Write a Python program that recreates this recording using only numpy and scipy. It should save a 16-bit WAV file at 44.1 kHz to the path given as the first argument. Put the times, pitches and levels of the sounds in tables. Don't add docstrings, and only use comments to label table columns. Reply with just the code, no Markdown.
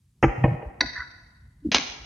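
import sys
import numpy as np
from scipy import signal
from scipy.fft import rfft, irfft
from scipy.io import wavfile
from scipy.ndimage import uniform_filter1d

SR = 44100
rng = np.random.default_rng(int(sys.argv[2]) if len(sys.argv) > 2 else 0)


def master(y):
    cut = np.clip(np.atleast_2d(y).T, -1, 1)
    pcm = np.round(cut * 32767)
    wavfile.write(sys.argv[1], SR, pcm.astype(np.int16))


def gain_from_db(level_db):
    decades = np.asarray(level_db, float) / 20
    return 10 ** decades


N = 90404
OPPOSITE = np.array([[1], [-1]])


def unit(x):
    return x / np.max(np.abs(x))


def lowpass(x, order, hz):
    return signal.sosfilt(signal.butter(order, hz, fs=SR, output="sos"), x)


def highpass(x, order, hz):
    return signal.sosfilt(signal.butter(order, hz, "high", fs=SR, output="sos"), x)


def colour(x, points):
    p = np.array(points, float)
    hz = np.maximum(np.fft.rfftfreq(2048, 1 / SR), 1)
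    db = np.interp(np.log(hz), np.log(p[:, 0]), p[:, 1], left=p[0, 1] - 25, right=p[-1, 1] - 25)
    cepstrum = irfft(np.log(gain_from_db(db)))
    cepstrum[1:1024] *= 2
    cepstrum[1025:] = 0
    response = irfft(np.exp(rfft(cepstrum)))
    return signal.fftconvolve(x, response)[:len(x)]


def ring(x, peaks):
    t = np.arange(SR // 4) / SR
    h = np.zeros(len(t))
    for k, (hz, width, db) in enumerate(peaks):
        decay = np.exp(-np.pi * width * t)
        h += (-1) ** k * gain_from_db(db) * width * decay * np.sin(2 * np.pi * hz * t)
    return signal.fftconvolve(x, unit(h))[:len(x)]


def walk(rate_hz):
    k = int(SR / rate_hz)
    held = np.repeat(rng.standard_normal(N // k + 1), k)
    return 0.57 * uniform_filter1d(uniform_filter1d(held, k), k)[:N]


def rattle(snaps, shower):
    contacts_per_s, scatter_db = 6000, 1.8
    t, env, first = np.arange(N) / SR, np.zeros(N), np.zeros(N)
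    for s, db, length in snaps:
        env += gain_from_db(db) * (t > s) * np.exp(-np.maximum(t - s, 0) / length)
        first[int(s * SR)] -= gain_from_db(db)
    u = rng.random((3, N))
    hits = (u[0] < contacts_per_s / SR) * np.sign(u[1] - 0.5)
    strength = gain_from_db(-scatter_db * (-1.5 + np.log(u[2] + 1e-9)))
    return first + shower * env * hits * strength


def lattice(snaps, peaks, crack, ring_db, crack_db, shower):
    x = rattle(snaps, shower)
    click = np.eye(1, 2048)[0]
    crack_peak = np.max(np.abs(colour(click, crack)))
    return gain_from_db(ring_db) * ring(x, peaks) + gain_from_db(crack_db) * colour(x, crack) / crack_peak


def room_floor():
    # (frequency [Hz], density [dB])
    rumble_colour = [(18, -56), (30, -22.5), (50, -4.5), (75, -8), (128, -10), (203, -21), (490, -47.5),
                     (1200, -52.5), (1560, -66), (2640, -120)]
    hiss_colour = [(300, -8), (1200, 0.5), (6000, 2), (10000, 3), (16000, -12)]
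    hush_db, stir_s = -9, 0.22
    rumble = colour(rng.standard_normal(N), rumble_colour) * gain_from_db(3.5 * walk(22))
    hush = np.clip((stir_s - np.arange(N) / SR) / 0.088, 0, 1)
    rumble = rumble / np.std(rumble) * gain_from_db(hush_db * hush)
    mid = colour(rng.standard_normal(N), hiss_colour)
    side = colour(rng.standard_normal(N), hiss_colour)
    hiss = np.array([mid + 0.6 * side, mid - 0.47 * side])
    return gain_from_db(-56.5) * rumble + gain_from_db(-81) * hiss / np.std(mid)


def hall(x):
    # (delay [s], level [dB])
    echoes = [(.052, -20), (.063, -23.5), (.076, -31), (.081, -34), (.092, -37), (.101, -39.5),
              (.108, -31.5), (.126, -36.5), (.153, -27)]
    t60_s, top_t60_s, early_t60_s = 1.185, 0.97, 0.24
    delay_s, rise_s = 0.032, 0.06
    t = np.arange(N) / SR
    flutter = gain_from_db(6 * walk(170))
    late = np.clip((t - delay_s) / rise_s, 0, 1) * flutter
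    x = highpass(x, 1, 325)
    out = []
    for _ in range(2):
        n = rng.standard_normal(N)
        low = lowpass(n, 2, 2500)
        tail = low * gain_from_db(-60 * t / t60_s) + (n - low) * gain_from_db(-60 * t / top_t60_s)
        h = (late * tail + n * gain_from_db(5 - 60 * t / early_t60_s)) / 100
        for s, db in echoes:
            h[int(s * SR)] += gain_from_db(db + 5) * np.sign(rng.standard_normal())
        out.append(signal.fftconvolve(x, h)[:N])
    side = gain_from_db(-1) * highpass(out[1], 3, 330)
    return out[0] + side * OPPOSITE


def table_bumps():
    # (time [s], level [dB], pitch [Hz], length [s])
    knocks = [(.232, -13, 325, 0.038), (0.236, -16.5, 131.7, 0.039), (0.259, -16.5, 48.8, 0.03),
              (0.375, -25, 116.4, 0.027), (0.401, -20.5, 129.9, 0.097), (0.4407, -5.5, 132.7, 0.006),
              (0.47, -20, 124, 0.041), (0.513, -18, 133, 0.019), (.54, -22.5, 125, 0.0085),
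              (0.655, -28, 61, 0.026), (0.814, -39.5, 59.6, 0.071), (.812, -33, 300, 0.015),
              (.820, -32.5, 520, 0.0066), (.826, -34, 330, .012), (.834, -33.5, 700, 0.01),
              (.842, -31.5, 269, .014), (.862, -43.5, 244, 0.012), (.85, -40.5, 123, 0.028),
              (0.98, -39, 69.4, 0.032), (1.421, -45.5, 75.2, 0.034), (1.619, -48, 284, 0.04),
              (1.6463, -23.5, 320, 0.026), (1.656, -21.5, 297, 0.015), (1.6677, -23, 242, 0.0097),
              (1.686, -23.5, 244, 0.01), (1.655, -34, 75.2, 0.039), (1.80, -42.5, 170, 0.031),
              (1.885, -43.5, 53.7, 0.031), (1.99, -43.5, 58.6, 0.052), (1.713, -28, 200.4, 0.0092),
              (1.742, -35.5, 63.6, 0.033), (1.78, -32, 278, 0.021)]
    t, out = np.arange(N) / SR, np.zeros(N)
    for s, db, hz, length in knocks:
        a = np.maximum(t - s, 0) / length
        out -= gain_from_db(db) * 45 * a ** 2 * np.exp(-5 * a) * np.sin(2 * np.pi * hz * (t - s))
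    return out


def card_scrape():
    # (time [s], level [dB], rattle length [s], pitch [Hz])
    catches = [(.9765, -20, .0015, 1800), (.9555, -24, .003, 1700), (.9605, -27, .003, 1750),
               (.9645, -27, .005, 1800), (.9860, -29, .005, 2000), (.9940, -28, .004, 1500),
               (1.0020, -28, .003, 1950), (1.0060, -22, .005, 1480), (1.0200, -25, .006, 1480)]
    # (frequency [Hz], width [Hz], level [dB])
    shared_modes = [(973, 10, 4), (1488, 30, -1.5), (2040, 43, 2)]
    out = np.zeros(N)
    for s, db, length, hz in catches:
        scraped = rattle([(s, db, length)], 0.24)
        rung = ring(scraped, [(hz, 130, 0), *shared_modes])
        out += ring(rung, [(hz, 500, 0), (1000, 300, -9)])
    return gain_from_db(-30) * out


def contact_ticks():
    # (time [s], level [dB])
    crests = [
        (0.2396, -29),
        (0.4435, -39),
        (.8086, -31.5),
        (0.8084, -34),
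        (1.7445, -22),
        (1.7482, -27.5),
        (1.7489, -29.5),
    ]
    ticks = np.zeros(N)
    for s, db in crests:
        ticks[int(s * SR)] -= gain_from_db(db)
    return lowpass(gain_from_db(3) * ticks, 2, 10000)


def card_snap():
    # (time [s], level [dB], rattle length [s])
    snaps = [(.8081, 0, .0003), (.8092, 0, .0004), (.8047, -32, .001), (.8061, -11, .0012),
             (.8103, -9, .0006), (.8113, -7, .0006), (.8122, -6, .0008), (.8133, -10, .001),
             (.8187, -22, .001)]
    # (frequency [Hz], width [Hz], level [dB])
    modes = [(265, 110, -3), (660, 48, -12.5), (833, 13, -5), (1002.5, 11, -7.5), (1462, 20, 4),
             (1783, 290, -1), (2056, 130, 1.5), (2542, 200, -9.5), (3140, 110, -20.5), (3844, 360, -5),
             (4500, 260, -13.5), (4812, 480, -11.5), (5800, 260, -4)]
    # (frequency [Hz], density [dB])
    crack = [(200, -21.5), (310, -8), (480, -21), (1000, -9.5), (1900, -22.5), (3050, -29.5), (4000, -8.5),
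             (4800, -11), (5300, -15), (5900, -13.5), (7200, -39.5)]
    return lattice(snaps, modes, crack, ring_db=-11, crack_db=-8, shower=0.28)


def pillar_snap():
    # (time [s], level [dB], rattle length [s])
    snaps = [(1.7453, -6, .0006), (1.7460, 1, .0008), (1.7473, -1, .0008), (1.7484, -5, .001),
             (1.7825, -17, .0015), (1.7833, -20, .002), (1.7578, -14, .003), (1.7543, -10, .0025),
             (1.7170, -13, .004), (1.7185, -15, .005), (1.7250, -14, .004), (1.731, -20, .004),
             (1.736, -20, .008), (1.751, -15, .002), (1.7620, -9, .004), (1.7675, -15, .004),
             (1.774, -22, .006), (1.793, -24, .003), (1.8256, -24, .003)]
    # (frequency [Hz], width [Hz], level [dB])
    modes = [(1065, 300, 2), (1660, 340, 5.5), (2200, 450, -5.5), (2727, 31, 13), (2837, 11, 3),
             (3520, 50, 4.5), (3700, 68, -2), (4220, 42, -9.5), (4780, 47, -4), (4940, 43, -2.5),
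             (5380, 30, -2), (5830, 240, -4), (6000, 64, -1.5), (6095, 200, -2)]
    # (frequency [Hz], density [dB])
    crack = [(120, -28), (200, -3.5), (1140, -7), (1250, -29), (1710, -11), (2170, -3.5), (2480, -1),
             (6110, -5.5), (7200, -22), (9360, -61), (15800, -120)]
    return lattice(snaps, modes, crack, ring_db=-16.5, crack_db=-5.5, shower=0.39)


def dull(x):
    return signal.sosfilt(signal.ellip(6, 0.5, 45, 3250, fs=SR, output="sos"), x)


def slab_settling():
    # (time [s], level [dB], rattle length [s])
    snaps = [(.4415, -1, .0006), (.4453, -8, .001), (.4480, -15, .001), (.6228, -24, .004),
             (.4372, -10, .002), (.4388, -11, .002), (.4400, -13, .001), (.456, -15, .004),
             (.475, -23, .012), (.549, -28, .004), (.5985, -36, .004), (.649, -31, .004), (.687, -37, .004),
             (.702, -36, .004)]
    # (frequency [Hz], width [Hz], level [dB])
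    modes = [(320, 22, 3.5), (435, 16, -2.5), (492, 35, -3.5), (600, 83, 0), (793, 27, 0), (974, 27, -15),
             (1067, 32, -12.5), (1590, 73, -25), (1770, 20, -19.5), (1845, 120, -16.5), (2194, 27, -15),
             (2423, 100, -22), (2570, 51, -23.5), (2824, 40, -25.5)]
    # (frequency [Hz], density [dB])
    crack = [(150, -37.5), (250, -1.5), (802, -6), (1440, -36), (1880, -24), (2390, -25), (3300, -43),
             (4290, -69.5), (7260, -120)]
    return dull(lattice(snaps, modes, crack, ring_db=-6.5, crack_db=-9, shower=0.25))


def slab_shimmer():
    high = signal.ellip(6, 0.5, 45, 5078, "high", fs=SR, output="sos")
    contacts = [(0.2257, -22, 0.018), (0.2385, -22, 0.001), (0.25, -32, 0.012)]
    return signal.sosfilt(high, rattle(contacts, 0.3))


def slab_snap():
    # (time [s], level [dB], rattle length [s])
    snaps = [(.2279, -4.5, 0.0014), (.2295, -7.5, 0.00033), (.2302, -7.5, 0.00046), (.2317, -12.5, 0.00046),
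             (.2328, -5.5, 0.00033), (.2338, -6.5, .002), (.2360, -10.5, 0.00081), (.2390, -0.5, 0.00067),
             (.2429, -7, 0.00067), (.2452, -5.5, 0.0015)]
    # (frequency [Hz], width [Hz], level [dB])
    modes = [(319.2, 54, 9.5), (439, 27, -4.5), (495, 29, -13.5), (600, 3.3, -15), (794, 40, 3.5),
             (854, 10, -13), (1178, 14, -9), (1564, 28, -8.5), (1874, 30, -8), (2030, 80, -23),
             (2760, 65, -29), (2780, 17, -33.5)]
    # (frequency [Hz], density [dB])
    crack = [(200, -14.5), (332, 0.5), (800, -18.5), (1400, -18.5), (2400, -20.5), (3250, -32), (3600, -53)]
    clack = lattice(snaps, modes, crack, ring_db=-9.5, crack_db=-6.5, shower=0.3)
    return dull(clack) + slab_shimmer()


def scene():
    slab, settle, card, pillar = slab_snap(), slab_settling(), card_snap(), pillar_snap()
    scrape, low, ticks = card_scrape(), table_bumps(), contact_ticks()
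    top = signal.ellip(8, 0.5, 75, 6865, fs=SR, output="sos")
    dry = signal.sosfilt(top, slab + settle + card + scrape + pillar) + ticks
    send = gain_from_db(-7) * slab + gain_from_db(-7.5) * (settle + card + pillar) + gain_from_db(-9.5) * scrape
    send = signal.sosfilt(top, send) + gain_from_db(-10.5) * low + gain_from_db(-7.5) * ticks
    bump_width = gain_from_db(-40.5) * np.roll(low, shift=150) * OPPOSITE
    return dry + low + hall(send) + room_floor() + bump_width


def band_limit(x):
    return signal.sosfilt(signal.butter(12, 16300, fs=SR, output="sos"), x)


def record(dry):
    drive_db, ceiling, grit_db = 1.5, 0.87, -37
    n = rng.standard_normal(dry.shape)
    grit = lowpass(n[0] + 0.45 * n[1] * OPPOSITE, 1, 4000)
    x = highpass(dry, 5, 38)
    x = np.clip(gain_from_db(drive_db) * x, -ceiling, ceiling)
    loudness = uniform_filter1d(np.minimum(np.abs(dry), 0.05), size=1500)
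    x = x + gain_from_db(grit_db) * grit * loudness ** 0.87
    return band_limit(x)


dry = scene()
out = record(dry)
master(out)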